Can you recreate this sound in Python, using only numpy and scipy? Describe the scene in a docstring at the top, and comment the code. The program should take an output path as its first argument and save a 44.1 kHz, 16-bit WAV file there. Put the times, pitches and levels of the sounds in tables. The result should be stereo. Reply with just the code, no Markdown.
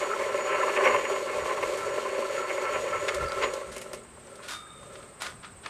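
"""A winch drum runs freely straight ahead of the microphone while its cable is pulled off: random knocks
sound its frame and barrel modes, and rubbing makes flanges, barrel and frame hum and sing.
The pull ends after about three seconds; catches click and rub, loose fittings ping, and a steel part
slides home and rings in decaying modes. The place is a summer meadow: near grasshoppers rasp in pulsed
tones; distant ones, low wind and a few puffs at the microphone are coloured noise."""
import sys
import numpy as np
from scipy import signal
from scipy.fft import rfft, irfft, next_fast_len
from scipy.io import wavfile
from scipy.ndimage import map_coordinates

SR = 44100
rng = np.random.default_rng(int(sys.argv[2]) if len(sys.argv) > 2 else 0)


def pcm_store(signal):
    """Save signal as 16-bit PCM."""
    levels = np.round(np.clip(np.atleast_2d(signal), -1, 1) * 32767)
    wavfile.write(sys.argv[1], SR, levels.astype(np.int16).T)


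N = 250929
T = np.arange(N) / SR  # time/s

# Levels in the tables are relative: filters and mixing gains follow.
# resonances of the winch frame: [f/Hz, width/Hz, level/dB]
FRAME_MODES = [(238, 6, -7), (383.7, 33, -1), (449, 67, -4.5), (534.4, 69, 0.5), (592.7, 57.7, 1)]
# resonances of the drum barrel: [f/Hz, width/Hz, level/dB]
BARREL_MODES = [(753.5, 45, -4), (876, 53, -2.5), (1031, 45.4, 4.5), (1124, 68, 1), (1229, 105, -7),
                (1365, 4.2, -0.5), (1477, 78, -9.5), (1769, 84, -7), (1917, 31, -6), (2023, 107, -8),
                (2175, 37, -3), (2266, 60, -8.5), (2503, 81, -10.5), (2675, 58, -9.5), (2846, 110, -12),
                (2972, 34, -17), (3100, 42, -12)]
# groups of barrel modes struck together: [low f/Hz, high f/Hz]
BARREL_ZONES = [(730, 1550), (1550, 2380), (2380, 3200)]
# how hard the pulled cable drives the drum, before the final fall: [t/s, level/dB]
PULL_DRIVE = [(0.0, -29.5), (0.06, -33), (0.76, -30.5), (0.86, -28.5), (1.08, -32), (1.12, -28.5),
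              (1.15, -33), (3.32, -34), (3.44, -27), (3.72, -36.5), (3.98, -32.5), (4.06, -52)]
# the drum is nudged round a little: [t/s, level/dB, half length/s]
NUDGES = [(4.38, -49.5, 0.16), (4.96, -48, 0.15)]
# heavy rattles of the drum on its axle: [t/s, level/dB, length/s, tilt/(dB per octave) about 1400 Hz]
RATTLES = [(0.53, -23, 0.08, 2), (0.633, -19.5, 0.014, -2), (0.684, -20, 0.014, -6), (0.766, -24, 0.01, 11),
           (0.801, -19.5, 0.032, -8), (0.85, -21.5, 0.018, 8), (0.868, -13, 0.019, -1.5),
           (0.91, -19, 0.038, 0), (0.95, -22, 0.016, -7), (1.502, -20.5, 0.023, -3.5),
           (1.579, -18.5, 0.0086, -3), (1.634, -29, 0.021, -6), (2.058, -31, 0.013, -19),
           (2.125, -32, 0.012, -2), (2.5, -25, 0.019, 5), (2.658, -25.5, 0.045, -3), (2.754, -21, 0.027, 2),
           (2.96, -27.5, .05, -2.5), (3.433, -20.5, 0.033, 1.5), (3.62, -37, 0.0086, -17),
           (3.772, -42.5, 0.017, 21.5), (3.821, -50, 0.014, 21), (3.944, -47, 0.0083, 15),
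           (4.045, -44, 0.0089, -7), (4.173, -47, 0.01, -11), (4.28, -41, 0.0072, -5),
           (4.4, -41.5, 0.012, -3), (5.236, -41.5, 0.07, -5), (5.662, -33.5, 0.01, 7.5)]
# colour of the drum's hiss: [f/Hz, level/dB]
HISS_COLOUR = [(1500, 0.5), (3000, 8.5), (4300, 4.5), (5300, 1), (6500, 4), (8000, 4), (10000, -5.5),
               (12000, -8), (15000, -21)]
# steady flange tones: [f/Hz, waver/Hz, level/dB]
FLANGE_TONES = [(4437, 20, -6.5), (5646, 18, -12.5)]
# the strongest flange tone comes and goes: [t/s, level/dB]
WHINE_LEVEL = [(0.0, -50), (0.04, -45.5), (0.23, -63), (0.27, -49), (0.31, -60), (0.4, -46.5), (0.59, -52),
               (0.62, -46), (0.71, -56), (0.92, -48), (0.97, -50.5), (1.11, -47), (1.29, -60),
               (1.34, -54.5), (2.29, -58), (2.37, -48), (2.49, -58), (2.54, -47.5), (2.68, -60),
               (2.74, -42), (2.77, -50), (3.11, -51), (3.25, -68), (3.4, -61), (3.43, -44), (3.63, -66),
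               (3.81, -49), (3.9, -77)]
# other barrel modes that sing along: [f/Hz, width/Hz, level/dB]
BARREL_OVERTONES = [(1050, 130, -10.5), (1750, 50, -6), (2140, 19, -5)]
# the rubbing catches and the barrel sings out: [t/s, level/dB, half length/s]
SQUEALS = [(.12, -34, 0.053), (.34, -35, 0.045), (.6, -32.5, 0.12), (1.84, -40, 0.054), (2.4, -39, 0.11),
           (2.67, -34.5, 0.091), (2.95, -32, 0.044), (3.235, -32, 0.018), (3.27, -36, 0.21)]
# colour of the meadow's steady noise, with distant grasshoppers near 8.4 kHz: [f/Hz, level/dB]
MEADOW_COLOUR = [(88, -14), (150, 0.5), (257, -1.5), (393, 3), (991, -4), (1320, -3.5), (1600, -6.5),
                 (6430, -20.5), (8410, -4), (10000, -28.5), (15000, -29.5)]
# colour of the low wind: [f/Hz, level/dB]
BREEZE_COLOUR = [(15, -28), (28, -17), (48, -4.5), (70, -3.5), (110, -1.5), (170, -5.5), (250, -6),
                 (330, -66), (500, -70)]
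# colour of a puff on the microphone: [f/Hz, level/dB]
PUFF_COLOUR = [(15, -16), (28, -16), (48, 2), (75, 2), (105, -7), (170, -7), (240, -29), (330, -38),
               (500, -70)]
# puffs of wind on the microphone: [t/s, level/dB, half length/s]
PUFFS = [(1.43, -48, 0.029), (3.225, -38.5, 0.054), (3.38, -50.5, 0.17), (3.7, -50, 0.025),
         (4.13, -58, 0.053), (5.58, -57, 0.05)]
# grasshoppers: [f/Hz, pitch scatter/Hz, fall in a stroke/Hz, stroke rate/(1/s), t of one stroke/s,
#                stroke swing either way/dB, level/dB]
GRASSHOPPERS = [(8830, 90, 600, 19.05, 4.677, 10, -2), (7800, 130, 1400, 18.3, 4.709, 10, -2.5),
                (8420, 180, 150, 18.3, 4.7, 2.5, .3)]
# hard knocks of the drum against its axle:
# [t/s, level in the frame/dB, level in low barrel modes/dB, level in high barrel modes/dB]
HARD_KNOCKS = [(0.343, -20.5, -27, -35), (0.407, -29, -32, -26), (0.764, -30, -32, -20),
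               (0.773, -26, -30, -17), (0.845, -28, -18, -30), (0.862, -16.5, -23, -28),
               (0.873, -22, -28, -15), (0.883, -19, -21, -32), (0.944, -22.5, -19, -29),
               (0.948, -17.5, -24, -22), (0.962, -22, -19, -21), (0.994, -37, -33, -25),
               (1.052, -30, -31, -20), (1.097, -29, -20, -38), (1.161, -33, -23, -25.5),
               (1.456, -31, -22, -30), (1.95, -39, -32, -39), (2.579, -25, -27, -33),
               (1.627, -25, -22, -23), (1.633, -22, -21, -24), (1.979, -22, -24, -33),
               (2.186, -19, -29, -34), (3.082, -46, -29.5, -21.5), (3.088, -50, -36, -20),
               (3.093, -54, -45, -26), (3.435, -22.5, -32, -19), (3.764, -29.5, -36, -45),
               (3.818, -37, -42, -37), (3.935, -29.5, -47, -35.5), (3.968, -39, -57, -57),
               (4.828, -54, -40, -56)]
# loose fittings that ping once: [t/s, f/Hz, level/dB, t60/s]
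PINGS = [(0.849, 5700, -36, .14), (3.233, 3750, -45, 0.04), (3.262, 4930, -41, .03),
         (3.282, 4710, -40, .035), (3.294, 4740, -37.5, 0.038), (3.321, 4900, -38, 0.026),
         (4.035, 6900, -48, 0.036), (4.27, 5940, -57, 0.043), (4.668, 1600, -44, 0.052)]
# steel contacts: [t/s, level/dB, brightness/dB]
CLICKS = [(3.082, -12, -39), (3.088, -18, -32), (3.093, -43, -29), (3.114, -39, -22), (3.145, -22, -16.5),
          (3.15, -42, -26), (3.235, -49, -19), (3.2844, -29, -19), (3.32, -23, -27), (3.424, -14, -49),
          (3.435, -18, -47), (3.442, -23, -40), (3.537, -29, -10.5), (3.547, -38, -26),
          (3.764, -38.5, -2.5), (3.78, -37, -7), (3.815, -41.5, -0.5), (3.932, -29.5, -9.5),
          (3.946, -46, -2), (4.27, -42, -23), (4.356, -37.5, -14), (4.483, -29, -16), (4.829, -42, -33),
          (4.9545, -29, -48), (5.028, -37, -34), (5.2195, -18, -18), (5.266, -21.5, -35), (5.446, -27, -42),
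          (5.66, -21, -33)]
# short rubs of cable and steel: [t/s, length/s, level/dB, brightness/dB]
RUBS = [(1.766, 0.014, -44.5, 12), (3.267, 0.034, -59, -3), (3.407, 0.027, -39, -21),
        (3.712, 0.017, -42, 5), (3.807, 0.017, -54.5, 16), (4.421, 0.036, -43.5, -1),
        (4.476, 0.057, -35.5, 3), (5.2, 0.067, -37, 0.5), (5.424, 0.02, -43, -23), (5.629, 0.072, -44, -17)]
# colour of steel contacts: [f/Hz, level/dB]
STEEL_COLOUR = [(180, -39), (300, 12.5), (459, -28), (637, -0.5), (763, -6), (1250, -1), (1790, -3.5),
                (1970, -5.5), (3070, -7.5), (3670, -6), (6510, -14), (9180, -17.5), (10800, -23),
                (15000, -38)]
# resonances of the bracket that carries the catches: [f/Hz, width/Hz, level/dB]
BRACKET_MODES = [(1229.7, 15, 8), (1220.6, 11.6, 9), (1448, 23, 6.5), (1590, 5.2, -5), (1990, 11, 1)]
# modes of the sliding part: [f/Hz, level/dB, free t60/s]
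SLIDER_MODES = [(1222, -5, 2), (1275, -6, 1.6), (1345, -9, 1.6), (1585, -16, 0.7), (2290, -13.5, 1.4),
                (3632, 2, 0.9), (3700, -3, 1.0)]
# blows on the sliding part: [t/s, level/dB, tilt/(dB per octave) above its first mode, share of free t60]
SLIDER_BLOWS = [(4.488, -57, 5, .5), (4.535, -43, -1, .75), (4.705, -54, .5, .75), (4.945, -55, -13, 1),
                (5.22, -53, -10, .2), (5.266, -45, -13, .2), (5.447, -50, -14, .12), (5.659, -51, -10, .12)]

STOP_S, STOP_DB_PER_S = 3.134, 14.5  # the pull ends and the drum comes to rest
CRUISE_DB = -32.5  # drive of a steady pull
IDLE_CLATTER_DB = -63  # floor: loose parts stir while the winch is handled
RATTLE_RISE = 0.95  # rise of a rattle as a share of its fading length
FLUTTER_DB, SWELL_DB = 2.8, 0.8  # fast and slow unsteadiness of the sung tones
WHINE_HZ, WHINE_WAVER_HZ = 6883, 12.3
BARREL_HZ, BARREL_HALF_WIDTH_HZ = 1337, 22  # half width at half amplitude
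OVERTONE_DB = -8  # relative to the main barrel note
BARREL_GRIT_DB, BARREL_GRIT_RATE = 3.5, 260  # depth, and random knots a second
HUM_HZ, HUM_WAVER_HZ, HUM_DB = 236, 11.4, -61.5  # the frame's lowest mode
BREEZE_DB, BREEZE_SWING_DB, BREEZE_RATE = -57.5, 3.5, 7.3  # mean, swing, random knots a second
HOPPER_DB = -61.5  # shared by the chorus, before its balance and slow rise
PING_WAVER = 0.015  # loose contact blurs the pitch, as a share of it
CRACK_T60_S, TAIL_T60_S = 0.024, 0.096  # the two decays of a steel contact
RING_WAVER_HZ, RING_FLUTTER_DB = 11.2, 2.5  # the part sits loosely, so its ring wavers
TOP_HZ = 15200


def amp(db):
    """Decibels to gain."""
    return 10 ** (np.asarray(db) / 20)


def unit(x):
    """Scale to rms 1."""
    return x / np.sqrt(np.mean(x ** 2) + 1e-20)


def along(points, hz):
    """Read (f/Hz, value) points on a log frequency axis."""
    f, value = np.transpose(points)
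    return np.interp(np.log(hz + 1), np.log(f + 1), value)


def over_time(rows):
    """Read (t/s, value) points at every sample."""
    return np.interp(T, *np.transpose(rows))


def wobble(rate):
    """A smooth random curve, rate knots a second."""
    knots = rng.standard_normal(int(N * rate / SR) + 4)
    return map_coordinates(knots, [T * rate])


def filtered(x, response):
    """Multiply the spectrum of x by a response of frequency."""
    m = next_fast_len(N + SR // 2)
    return irfft(rfft(x, m) * response(np.fft.rfftfreq(m, 1 / SR)), m)[..., :N]


def resonate(x, modes):
    """Pass x through parallel resonances of alternating sign."""
    def response(f):
        total = 0
        for k, (hz, width, db) in enumerate(modes):
            damping = 1j * f * width
            total = total + (-1) ** k * amp(db) * damping / (hz * hz - f * f + damping)
        return total
    return filtered(x, response)


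def band(x, lo_hz, hi_hz, order=6):
    """Band-pass without phase shift."""
    def response(f):
        low_cut = 1 + (lo_hz / (f + 1)) ** (2 * order)
        high_cut = 1 + (f / hi_hz) ** (2 * order)
        return 1 / np.sqrt(low_cut * high_cut)
    return filtered(x, response)


def coloured(x, colour):
    """Give x the level over frequency of a colour table."""
    return filtered(x, lambda f: amp(along(colour, f)))


def noise(colour):
    """Coloured noise of rms 1."""
    return unit(coloured(rng.standard_normal(N), colour))


def spread(mid, side, side_db):
    """Left and right from a shared and an opposed part."""
    return mid + amp(side_db) * np.array([side, -side])


def knocks(rate, scatter_db):
    """Random small impacts of uneven size, on average rate a second, scaled to rms 1."""
    hits = rng.random(N) < rate / SR
    signs = rng.choice([-1, 1], N)
    return unit(hits * signs * amp(scatter_db * rng.standard_normal(N)))


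def bell(age, length):
    """A smooth Gaussian swell with a tiny floor."""
    return np.exp(-np.minimum((age / length) ** 2, 20))


def swells(rows):
    """Gain of smooth (t/s, level/dB, half length/s) swells, added in power."""
    return np.sqrt(sum((amp(db) * bell(T - s, length)) ** 2 for s, db, length in rows))


def wavering_tone(hz, waver_hz, rate):
    """A sine whose pitch strays at random."""
    return np.sin(2 * np.pi * np.cumsum(hz + waver_hz * wobble(rate)[:len(hz)]) / SR)


def drive():
    """Level in dB of the drum's motion: the long pull, then the nudges."""
    pull = amp(over_time(PULL_DRIVE) - STOP_DB_PER_S * np.maximum(T - STOP_S, 0))
    return 20 * np.log10(np.hypot(pull, swells(NUDGES)))


def driven(steady_db, slope):
    """Level in dB of a sound that gains slope dB per dB of drive above a steady pull."""
    return steady_db + slope * (drive() - CRUISE_DB)


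def rattle_force(hz):
    """Heavy rattles of the drum on its axle, as force near one frequency."""
    force = 0
    for s, db, length, tilt in RATTLES:
        age = T - s
        shape = bell(np.where(age < 0, age / RATTLE_RISE, age), length)
        force = force + amp(db + tilt * np.log2(hz / 1400)) * shape
    return force


def drum():
    """Dense random knocks of axle and cable make frame and barrel resound, under a hiss."""
    clatter_db = np.maximum(driven(-37.5, slope=1.36), IDLE_CLATTER_DB)
    shake = wobble(28.17)  # the loose drum shakes unevenly
    blows = knocks(rate=1700, scatter_db=2.0)

    def frame(x):
        return band(resonate(x, FRAME_MODES), 303, 706, order=8)

    rumble_force = np.hypot(amp(drive() + shake), 0.26 * rattle_force(1020))
    rumble = frame(blows * rumble_force) / np.std(frame(blows))
    barrel_gain = np.std(resonate(blows, BARREL_MODES))
    clatter = 0
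    for lo, hi in BARREL_ZONES:  # the wandering contact favours now these modes, now those
        steady = amp(clatter_db + 0.11 * shake + 1.7 * wobble(40))
        force = np.hypot(steady, 0.33 * rattle_force(np.sqrt(lo * hi)))
        clatter += band(resonate(blows * force, BARREL_MODES), lo, hi, order=10) / barrel_gain
    hiss = unit(coloured(knocks(rate=4200, scatter_db=3.5), HISS_COLOUR))
    return rumble + clatter + hiss * amp(driven(-46, slope=0.86) + 1.8 * shake)


def sung_tone(hz, waver_hz):
    """A narrow tone of unsteady pitch and level, rms 1."""
    unsteady = amp(SWELL_DB * wobble(7.0) + FLUTTER_DB * wobble(75))
    return unit(unsteady * wavering_tone(np.full(N, hz), waver_hz, rate=160))


def singing():
    """Rubbing keeps flanges, barrel and frame in a narrow, fluttering ring until the drum slows."""
    flanges = sum(amp(db) * sung_tone(hz, waver) for hz, waver, db in FLANGE_TONES)
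    flanges = flanges * amp(driven(-50.5, slope=0.85))
    flanges += sung_tone(WHINE_HZ, WHINE_WAVER_HZ) * amp(over_time(WHINE_LEVEL) + 0.5)
    flanges *= np.clip((4.0 - T) / 0.5, 0, 1)

    def barrel_peak(f):
        return 1 / (1 + ((f - BARREL_HZ) / BARREL_HALF_WIDTH_HZ) ** 2)

    rubbed = unit(filtered(rng.standard_normal(N), barrel_peak))
    overtones = unit(resonate(rng.standard_normal(N), BARREL_OVERTONES))
    grit = amp(BARREL_GRIT_DB * wobble(BARREL_GRIT_RATE))  # the contact sticks and slips
    barrel = unit(grit * (rubbed + amp(OVERTONE_DB) * overtones))
    barrel *= np.hypot(amp(driven(-46, slope=0.72)), swells(SQUEALS))
    hum = sung_tone(HUM_HZ, HUM_WAVER_HZ) * amp(HUM_DB) * np.clip((4.7 - T) / 0.44, 0, 1)
    return flanges + barrel + hum


def meadow():
    """The meadow's faint steady noise with distant grasshoppers, and low wind and puffs at the microphone."""
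    steady = spread(noise(MEADOW_COLOUR), noise(MEADOW_COLOUR), side_db=-1.5) * amp(-53)
    strength = amp(BREEZE_DB + BREEZE_SWING_DB * wobble(BREEZE_RATE))
    wind = spread(noise(BREEZE_COLOUR), noise(BREEZE_COLOUR), side_db=-14) * strength
    puffs = spread(noise(PUFF_COLOUR), noise(PUFF_COLOUR), side_db=-11) * swells(PUFFS)
    return steady + wind + puffs


def grasshoppers():
    """Each insect rasps on a rough note that swells and falls in pitch with every leg stroke."""
    chorus = np.zeros((2, N))
    for hz, scatter, fall, rate, s, depth_db, db in GRASSHOPPERS:
        # place in the stroke, from -0.5 to 0.5, loudest at 0
        place = (rate * (T - s) + 0.063 * wobble(3.1) + .5) % 1 - .5
        strokes = unit(amp(depth_db * np.cos(2 * np.pi * place)))
        mid, side = [unit(wavering_tone(hz - fall * place, scatter, rate=700)) for _ in range(2)]
        chorus += amp(HOPPER_DB + db) * strokes * spread(mid, side, side_db=-9.0)
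    balance = amp([[1.2], [-1.2]])  # a little to the left
    return chorus * balance * amp(np.interp(T, [2.5, 5], [-2.5, .5]))


def hard_knocks():
    """Each hard knock rings frame and barrel at once; where it lands decides which modes answer."""
    def struck(modes, column):
        blows = np.zeros(N)
        for row in HARD_KNOCKS:
            blows[round(row[0] * SR)] += amp(row[column])
        single_blow = resonate(1.0 * (T == 0), modes)
        return resonate(blows, modes) / np.abs(single_blow).max()

    split_hz = BARREL_ZONES[0][1]
    low = [mode for mode in BARREL_MODES if mode[0] < split_hz]
    high = [mode for mode in BARREL_MODES if mode[0] >= split_hz]
    return struck(FRAME_MODES, 1) + struck(low, 2) + struck(high, 3)


def pings():
    """Loose fittings chink briefly, each a decaying tone around one blurred note."""
    out = np.zeros(N)
    for s, hz, db, t60 in PINGS:
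        age = T[:N - round(s * SR)]
        note = wavering_tone(np.full(len(age), hz), hz * PING_WAVER, rate=870)
        out[-len(age):] += amp(db - 60 * age / t60) * note
    return out


def steel(dull, bright):
    """The colour of steel contacts; hard ones add treble."""
    all_hz = np.linspace(0, SR / 2, 2048)
    gain = np.sqrt(np.mean(amp(along(STEEL_COLOUR, all_hz)) ** 2))
    contacts = band(dull, 810, 4070, order=2) + band(bright, 7040, 21000, order=3)
    return coloured(contacts, STEEL_COLOUR) / gain


def fittings():
    """Catches click and steel parts rub: gritty impacts that also excite their bracket."""
    dull, bright = np.zeros((2, N))
    for s, db, bright_db in CLICKS:
        age = np.maximum(T - s, 0)
        decay = amp(-60 * age / CRACK_T60_S) + 0.5 * amp(-60 * age / TAIL_T60_S)
        blow = (T >= s) * amp(db - 12.0) * decay
        dull += blow
        bright += blow * amp(bright_db + 25.0)
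    for s, length, db, bright_db in RUBS:
        rise = np.clip((T - s) / 0.011, 0, 1)
        fade = amp(-60 * np.maximum(T - s - length, 0) / 0.26)
        stroke = amp(db) * rise * fade
        dull = np.hypot(dull, stroke * amp(-max(bright_db, 0) / 2))
        bright = np.hypot(bright, stroke * amp(bright_db))
    grit = knocks(rate=13000, scatter_db=4.5)
    contacts = steel(dull * grit, bright * grit)
    return contacts + resonate(contacts, BRACKET_MODES)


def ring():
    """The sliding part meets its stop and rings in decaying modes; the hand damps the last blows."""
    out = np.zeros(N)
    lowest_hz = SLIDER_MODES[0][0]
    for s, db, tilt, freedom in SLIDER_BLOWS:
        age = T[:N - round(s * SR)]
        for hz, level, t60 in SLIDER_MODES:
            flutter = RING_FLUTTER_DB * wobble(88.5)[:len(age)]
            mode_db = db + level + tilt * np.log2(hz / lowest_hz) + flutter
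            note = wavering_tone(np.full(len(age), hz), RING_WAVER_HZ, rate=150)
            out[-len(age):] += amp(mode_db - 60 * age / (t60 * freedom)) * note
    return out


def scene():
    """The winch stands straight ahead; the slope scatters a little of its sound sideways."""
    winch = drum() + hard_knocks() + singing() + fittings() + pings() + ring()
    t = T[:SR // 8]
    tail = rng.standard_normal(len(t)) * amp(-60 * t / 0.087)
    scatter = signal.fftconvolve(winch, tail / np.linalg.norm(tail))[:N]
    # the scattered sound is brighter: (f/Hz, level/dB)
    side = coloured(scatter, [(400, -20.0), (2000, -15.5), (5000, -11.5), (9000, -8.5), (12000, -3.5)])
    return spread(winch, side, side_db=-2) * amp([[.2], [-.2]]) + grasshoppers() + meadow()


def record(dry):
    """The recorder behind the microphone keeps nothing above its band limit."""
    return filtered(dry, lambda f: f < TOP_HZ)


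dry = scene()
out = record(dry)
pcm_store(out)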